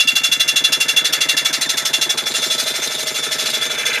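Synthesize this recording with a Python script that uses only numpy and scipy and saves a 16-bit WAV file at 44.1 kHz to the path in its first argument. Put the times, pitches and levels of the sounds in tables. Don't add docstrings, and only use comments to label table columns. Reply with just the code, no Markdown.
import sys
import numpy as np
from scipy import signal
from scipy.fft import rfft, irfft
from scipy.io import wavfile
from scipy.ndimage import uniform_filter1d, map_coordinates

SR = 44100
rng = np.random.default_rng(int(sys.argv[2]) if len(sys.argv) > 2 else 0)


def waveform_to_disk(signal):
    frames = np.transpose(np.atleast_2d(signal))
    scaled = np.clip(frames, -1, 1) * 32767
    samples = np.round(scaled).astype(np.int16)
    wavfile.write(sys.argv[1], SR, samples)


N = 176400
BOUNCE_HZ, FIRST_SLAM_S = 12.391, 0.07387
# t/s, slam delay/s, swell/s, fall/(dB/s), thump after the slam/s
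GAIT = [(0, -0.0033, 0.013, 437, 0.067), (1.2, 0.00076, 0.012, 461, 0.06),
        (2.17, -0.00055, 0.0086, 408, 0.062), (2.3, 0.004, 0.023, 330, 0.0545),
        (2.85, -0.00088, 0.026, 334, .056), (3.05, -0.0012, 0.017, 320.5, 0.06),
        (3.35, 0.0049, 0.018, 334, 0.052), (3.47, -0.013, 0.0153, 288, 0.042),
        (3.62, -0.016, 0.017, 300, 0.059), (3.75, -.008, 0.018, 301, 0.036),
        (4, -0.025, 0.0097, 305, 0.065)]


def amp(db):
    return 10 ** (np.asarray(db) / 20)


def unit(x):
    return x / np.sqrt(np.mean(np.abs(x) ** 2) + 1e-20)


def at(rows, times, column=1):
    rows = np.array(rows)
    return np.interp(times, rows[:, 0], rows[:, column])


def clock():
    return np.arange(N) / SR


def wobble(rate):
    return map_coordinates(rng.standard_normal(int(N * rate / SR) + 4), [clock() * rate])


def frequencies():
    return np.fft.rfftfreq(2 * N, 1 / SR)


def filtered(x, response):
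    return irfft(rfft(x, 2 * N) * response)[..., :N]


def colour(points):
    hz, db = np.transpose(points)
    cepstrum = irfft(np.log(amp(np.interp(np.log(frequencies() + 1), np.log(hz), db))))
    cepstrum[1:N] *= 2
    cepstrum[N + 1:] = 0
    return np.exp(rfft(cepstrum))


def resonances(modes, column=2):
    f = frequencies()
    return sum(amp(m[column]) * 1j * f * m[1] / (m[0] ** 2 - f * f + 1j * f * m[1]) for m in modes)


def recurring(memory):
    size = round(SR / BOUNCE_HZ)
    rows = rng.standard_normal((N // size + 1, size))
    for k in range(1, len(rows)):
        rows[k] = memory * rows[k - 1] + np.sqrt(1 - memory ** 2) * rows[k]
    return rows.ravel()[:N]


def impacts(memory, threshold):
    noise = recurring(memory)
    return unit(np.sign(noise) * np.maximum(np.abs(noise) - threshold, 0))


def slam_times():
    beats = FIRST_SLAM_S + np.arange(-1, N / SR * BOUNCE_HZ) / BOUNCE_HZ
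    return beats + at(GAIT, beats)


def burst(start, swell_s, fall_db_per_s, onset_db):
    t = clock() - start
    live = t > 0
    t, envelope = t[live], np.zeros(N)
    db = np.minimum(-onset_db * (1 - t / swell_s), -fall_db_per_s * (t - swell_s))
    envelope[live] = np.clip(t / 0.0032, 0, 1) * amp(db)
    return envelope


def bursts(starts, levels, swell_s, fall_db_per_s, onset_db):
    rows = zip(*np.broadcast_arrays(starts, swell_s, fall_db_per_s))
    return np.sqrt(sum((amp(at(levels, start + swell)) * burst(start, swell, fall, onset_db)) ** 2
                       for start, swell, fall in rows))


def chirps(centres, levels, hz, length_s, slope_hz, dip_hz, scatter_rad, rough):
    tones, start_phase = np.zeros(N, complex), 2 * np.pi * rng.random()
    t = clock()
    chance = rng.standard_normal((len(centres), 2))
    for centre, f, (turn, stray_db) in zip(centres, np.broadcast_to(hz, centres.shape), chance):
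        near = slice(*np.searchsorted(t, [centre - 2 * length_s, centre + 2 * length_s]))
        u = (t[near] - centre) / length_s
        cycles = np.cumsum(f + slope_hz * u + dip_hz * u * u) / SR
        phase = 2 * np.pi * cycles + start_phase + scatter_rad * turn
        tones[near] += amp(at(levels, centre) + stray_db) * np.exp(-u * u + 1j * phase)
    return np.real(tones * unit(1 + rough * (wobble(200) + 1j * wobble(200))))


def steel(force, modes, modes_db, direct):
    contacts = unit(filtered(force, colour(direct)))
    ringing = amp(modes_db) * unit(filtered(force, modes))
    return force.std() * unit(contacts + ringing)


def patchy(x, depth_db):
    spectra = signal.stft(x, nperseg=256)[2]
    patches = uniform_filter1d(rng.standard_normal(spectra.shape), size=4, axis=0)
    patches = unit(uniform_filter1d(patches, size=7, axis=1))
    return x.std() * unit(signal.istft(spectra * amp(depth_db * patches), nperseg=256)[1][:N])


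def chatter(slam_gain_db=4.5, rebound_gain_db=-1, rebound_s=0.0422):
    # t/s, level/dB
    slam_levels = [(0.1, -20), (1.061, -19.5), (1.47, -18.5), (1.71, -20.5), (2.03, -18), (2.11, -20.5),
                   (2.27, -24.5), (2.6, -22.5), (2.76, -26.5), (2.84, -24), (2.92, -27), (3.08, -23.5),
                   (3.16, -24), (3.65, -24.5), (3.73, -29.5), (3.81, -26.5), (3.89, -22.5), (3.97, -31)]
    rebound_levels = [(0.1, -31), (1.0, -32), (1.95, -29), (2.15, -32), (2.27, -18), (2.8, -21.5),
                      (3.05, -23), (3.3, -22.5), (3.45, -19), (3.6, -21), (3.75, -22), (3.97, -29)]
    # f/Hz, width/Hz, level in a slam/dB, level in a rebound/dB
    modes = [(3463, 8.3, 5, 2), (3555, 30, 4.5, 12), (3810, 18, 0, 9), (3803, 61, 2.5, -6),
             (4040, 39, 5.5, -14), (4440, 47, 0, -13), (4634, 14, -1, -4), (4980, 12, -1, 0),
             (5430, 39.3, 1, -20), (5780, 55, -19, -23.5), (6144, 75, 0.5, -17.5), (6348, 24, -5.5, -4),
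             (7200, 52, 2, -2), (8740, 115, -10, -13.5)]
    # f/Hz, level/dB
    contact = [(300, -26), (1100, -11.5), (2000, 2.5), (3000, 1), (4000, 5), (6400, 6.5), (7800, -7),
               (9600, -2.5), (11000, -11.5), (13000, -4.5), (14400, -22)]
    starts = slam_times()
    slam = bursts(starts, slam_levels, at(GAIT, starts, 2), at(GAIT, starts, 3), onset_db=8)
    slam *= impacts(memory=0.62, threshold=1.21)
    rebound = bursts(starts + rebound_s, rebound_levels, swell_s=0.011, fall_db_per_s=523.5, onset_db=6.5)
    rebound *= impacts(memory=0.3, threshold=2.43)
    slam = steel(slam, resonances(modes, column=2), modes_db=-4.5, direct=contact)
    rebound = steel(rebound, resonances(modes, column=3), modes_db=6, direct=contact)
    return patchy(amp(slam_gain_db) * slam + amp(rebound_gain_db) * rebound, depth_db=2.0)


def wall(x, gain_db=-1.5, t60_s=0.057):
    t = np.arange(SR // 6) / SR
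    tail = rng.standard_normal(len(t)) * amp(-60 * t / t60_s) * (t > .002)
    return amp(gain_db) * signal.fftconvolve(x, tail / np.linalg.norm(tail))[:N]


def ring(hz, levels, gain_db, fall_db_per_s, swell_s=0.014, onset_db=9, rough=0.37):
    swing = sum(amp(at(levels, start + swell_s) + rng.normal(0, 0.44)) * np.exp(2j * np.pi * rng.random())
                * burst(start, swell_s, fall_db_per_s, onset_db) for start in slam_times())
    jostle = unit(1 + rough * (wobble(140) + 1j * wobble(140)))
    return amp(gain_db) * np.real(swing * jostle * np.exp(2j * np.pi * hz * clock()))


def main_modes():
    # t/s, level/dB
    plate_low = [(0.1, -19.5), (0.42, -24.5), (0.74, -24.5), (0.98, -23.5), (1.06, -33.5), (1.31, -23),
                 (1.87, -44), (1.95, -25.0), (2.27, -45), (2.35, -31), (2.6, -46), (2.84, -38), (2.92, -43),
                 (3.16, -36.5), (3.32, -47), (3.57, -30.5), (3.65, -50), (3.97, -34)]
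    plate_high = [(0.1, -21), (0.661, -19), (0.9, -25), (0.98, -17.5), (1.06, -21), (1.47, -22.5),
                  (1.55, -31), (1.63, -25), (1.79, -29.5), (1.95, -21), (2.269, -28), (2.52, -24.5),
                  (2.92, -37), (3.08, -29.5), (3.65, -24), (3.73, -33), (3.89, -23), (3.97, -33)]
    frame = [(0.1, -48), (2.2, -56.5), (2.6, -36), (3.3, -42), (3.7, -38.5), (4, -51)]
    return (ring(2756, plate_low, gain_db=11, fall_db_per_s=376)
            + ring(3443, plate_high, gain_db=10.5, fall_db_per_s=334)
            + ring(631, frame, gain_db=6.5, fall_db_per_s=212, swell_s=.006, onset_db=7, rough=0.42))


def housing(gain_db=2):
    # t/s, level/dB
    levels = [(0.1, -30.5), (1.22, -29), (1.95, -32), (2.271, -30.9), (2.68, -29), (2.92, -30.5),
              (3.65, -28), (3.97, -28)]
    # f/Hz, width/Hz, level/dB
    modes = [(1320.8, 10, 14.5), (1429, 62, 4), (1576, 72, 1.5), (1744, 30, 14), (2057, 35, 14.5),
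             (2260.7, 11.7, 15), (2563, 23, 2)]
    # f/Hz, level/dB
    clack = [(300, -18.5), (800, 1), (1150, -19.5), (1350, 0.5), (1900, -1.5), (2500, -2), (3200, -5),
             (6000, -54.5)]
    force = bursts(slam_times(), levels, swell_s=0.0159, fall_db_per_s=114, onset_db=8.5)
    force *= impacts(memory=0.769, threshold=2.19)
    return amp(gain_db) * steel(force, resonances(modes), modes_db=5, direct=clack)


def motor(peak_s=.062):
    # multiple of the bounce rate, level/dB
    harmonics = [(4, -92.5), (8, -68), (12, -52.5), (28, -59.5)]
    phase = 2 * np.pi * BOUNCE_HZ * (clock() - peak_s)
    hum = sum(amp(db) * np.sin(k * phase + 2 * np.pi * rng.random() + .15 * wobble(3.3))
              for k, db in harmonics)
    return np.sqrt(2) * hum * (1 + np.cos(phase))


def air(level_db=-54):
    # f/Hz, level/dB
    spectrum = [(20, -24), (100, -1), (300, -5), (1000, 2), (5000, -54), (15000, -37.5)]
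    return amp(level_db) * unit(filtered(rng.standard_normal(N), colour(spectrum)))


def landing(tone_gain_db=4.5, thud_gain_db=1, knock_gain_db=2, thump_lead_s=0.016, slam_lead_s=0.00317):
    # t/s, level/dB
    thump_levels = [(0.1, -43), (1.3, -41.5), (2.5, -39), (2.761, -41.5), (3.24, -38), (3.6, -42),
                    (3.97, -43.5)]
    knock_levels = [(0.1, -49), (0.66, -37), (2.11, -34), (2.6, -33.5), (3.32, -35.5), (3.97, -33)]
    # t/s, f/Hz
    pitch = [(0, 237.6), (1.2, 277), (2.2, 315), (2.7, 351), (3.3, 375), (3.6, 453), (4, 456)]
    # f/Hz, level/dB
    sand = [(20, -61.5), (60, -51), (110, -17), (150, -11), (185, -7), (240, 6), (330, -1.5), (450, -9),
            (700, -25), (2000, -42)]
    frame = [(100, -36), (250, -14), (380, -9), (490, -1), (560, -8.5), (640, -1.5), (720, -14.5),
             (850, -5), (1100, -11.5), (2500, -47)]
    slams = slam_times()
    deepest = slams + at(GAIT, slams, 4)
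    tone = chirps(deepest, thump_levels, at(pitch, deepest), length_s=0.011, slope_hz=-14, dip_hz=146.3,
                  scatter_rad=0.184, rough=0.49)
    thud = bursts(deepest - thump_lead_s, thump_levels, swell_s=0.018, fall_db_per_s=396, onset_db=3)
    thud *= recurring(memory=0.98)
    on_thump = bursts(deepest - thump_lead_s, knock_levels, swell_s=0.011, fall_db_per_s=413, onset_db=5)
    on_slam = bursts(slams - slam_lead_s, knock_levels, swell_s=0.0076, fall_db_per_s=375, onset_db=4)
    knocks = np.hypot(on_thump, on_slam) * recurring(memory=0.922)
    return (amp(tone_gain_db) * np.sqrt(2) * tone
            + amp(thud_gain_db) * thud.std() * unit(filtered(thud, colour(sand)))
            + amp(knock_gain_db) * knocks.std() * unit(filtered(knocks, colour(frame))))


def squeaks(after_s=0.056, gain_db=3, spread_hz=160, scatter_s=.003):
    # t/s, level/dB
    levels = [(0.1, -49), (.7, -34.5), (1.25, -28), (1.7, -26), (2.1, -34), (2.5, -46), (4, -54)]
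    slams = slam_times()
    late, high = rng.standard_normal((len(slams), 2)).T
    return amp(gain_db) * chirps(slams + after_s + scatter_s * late, levels, hz=1750 + spread_hz * high,
                                 length_s=.011, slope_hz=-170, dip_hz=0, scatter_rad=3.22, rough=0.9)


def scrape(slips_hz=48, scatter_s=0.0051, grit_gain_db=-3, depth_db=5):
    # t/s, level/dB
    levels = [(0, -55), (3.55, -43.5), (3.72, -40), (3.85, -33.5), (4, -29.5)]
    # f/Hz, level/dB
    slip_tones = [(1600, 6), (2080, 9), (2350, 10.5), (2620, 6.5), (3000, 4)]
    grit_colour = [(300, -40), (1100, -13), (1600, 9), (1850, -11), (2100, -4), (2650, -22), (3200, -8),
                   (8000, -48)]
    slips = np.arange(levels[1][0], N / SR, 1 / slips_hz)
    slips += scatter_s * rng.standard_normal(len(slips))
    tones = sum(amp(db) * chirps(slips, levels, hz, length_s=0.0067, slope_hz=-85, dip_hz=0,
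                                 scatter_rad=1.7, rough=0.36) for hz, db in slip_tones)
    pulse = np.cos(2 * np.pi * np.interp(clock(), slips, np.arange(len(slips))))
    grit = unit(filtered(impacts(memory=0.82, threshold=2.12), colour(grit_colour)))
    return tones + amp(grit_gain_db + at(levels, clock()) + depth_db * pulse) * grit


def scene():
    # f/Hz, level/dB
    width = [(20, -115), (2700, -100), (3700, -61), (4400, -47), (6500, -20), (9000, -5.5), (13000, -12.5),
             (15000, -41)]
    plate = chatter()
    mid = plate + wall(plate) + main_modes() + housing() + motor() + air()
    mid += landing() + squeaks() + scrape()
    side = filtered(chatter(), colour(width))
    return np.array([mid + side, mid - side])


def record(dry, ceiling=.9, top_hz=14550):
    soft = dry / (1 + np.abs(dry / ceiling) ** 6) ** (1 / 6)
    return filtered(soft, 1 / np.sqrt(1 + (frequencies() / top_hz) ** 260))


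dry = scene()
out = record(dry)
waveform_to_disk(out)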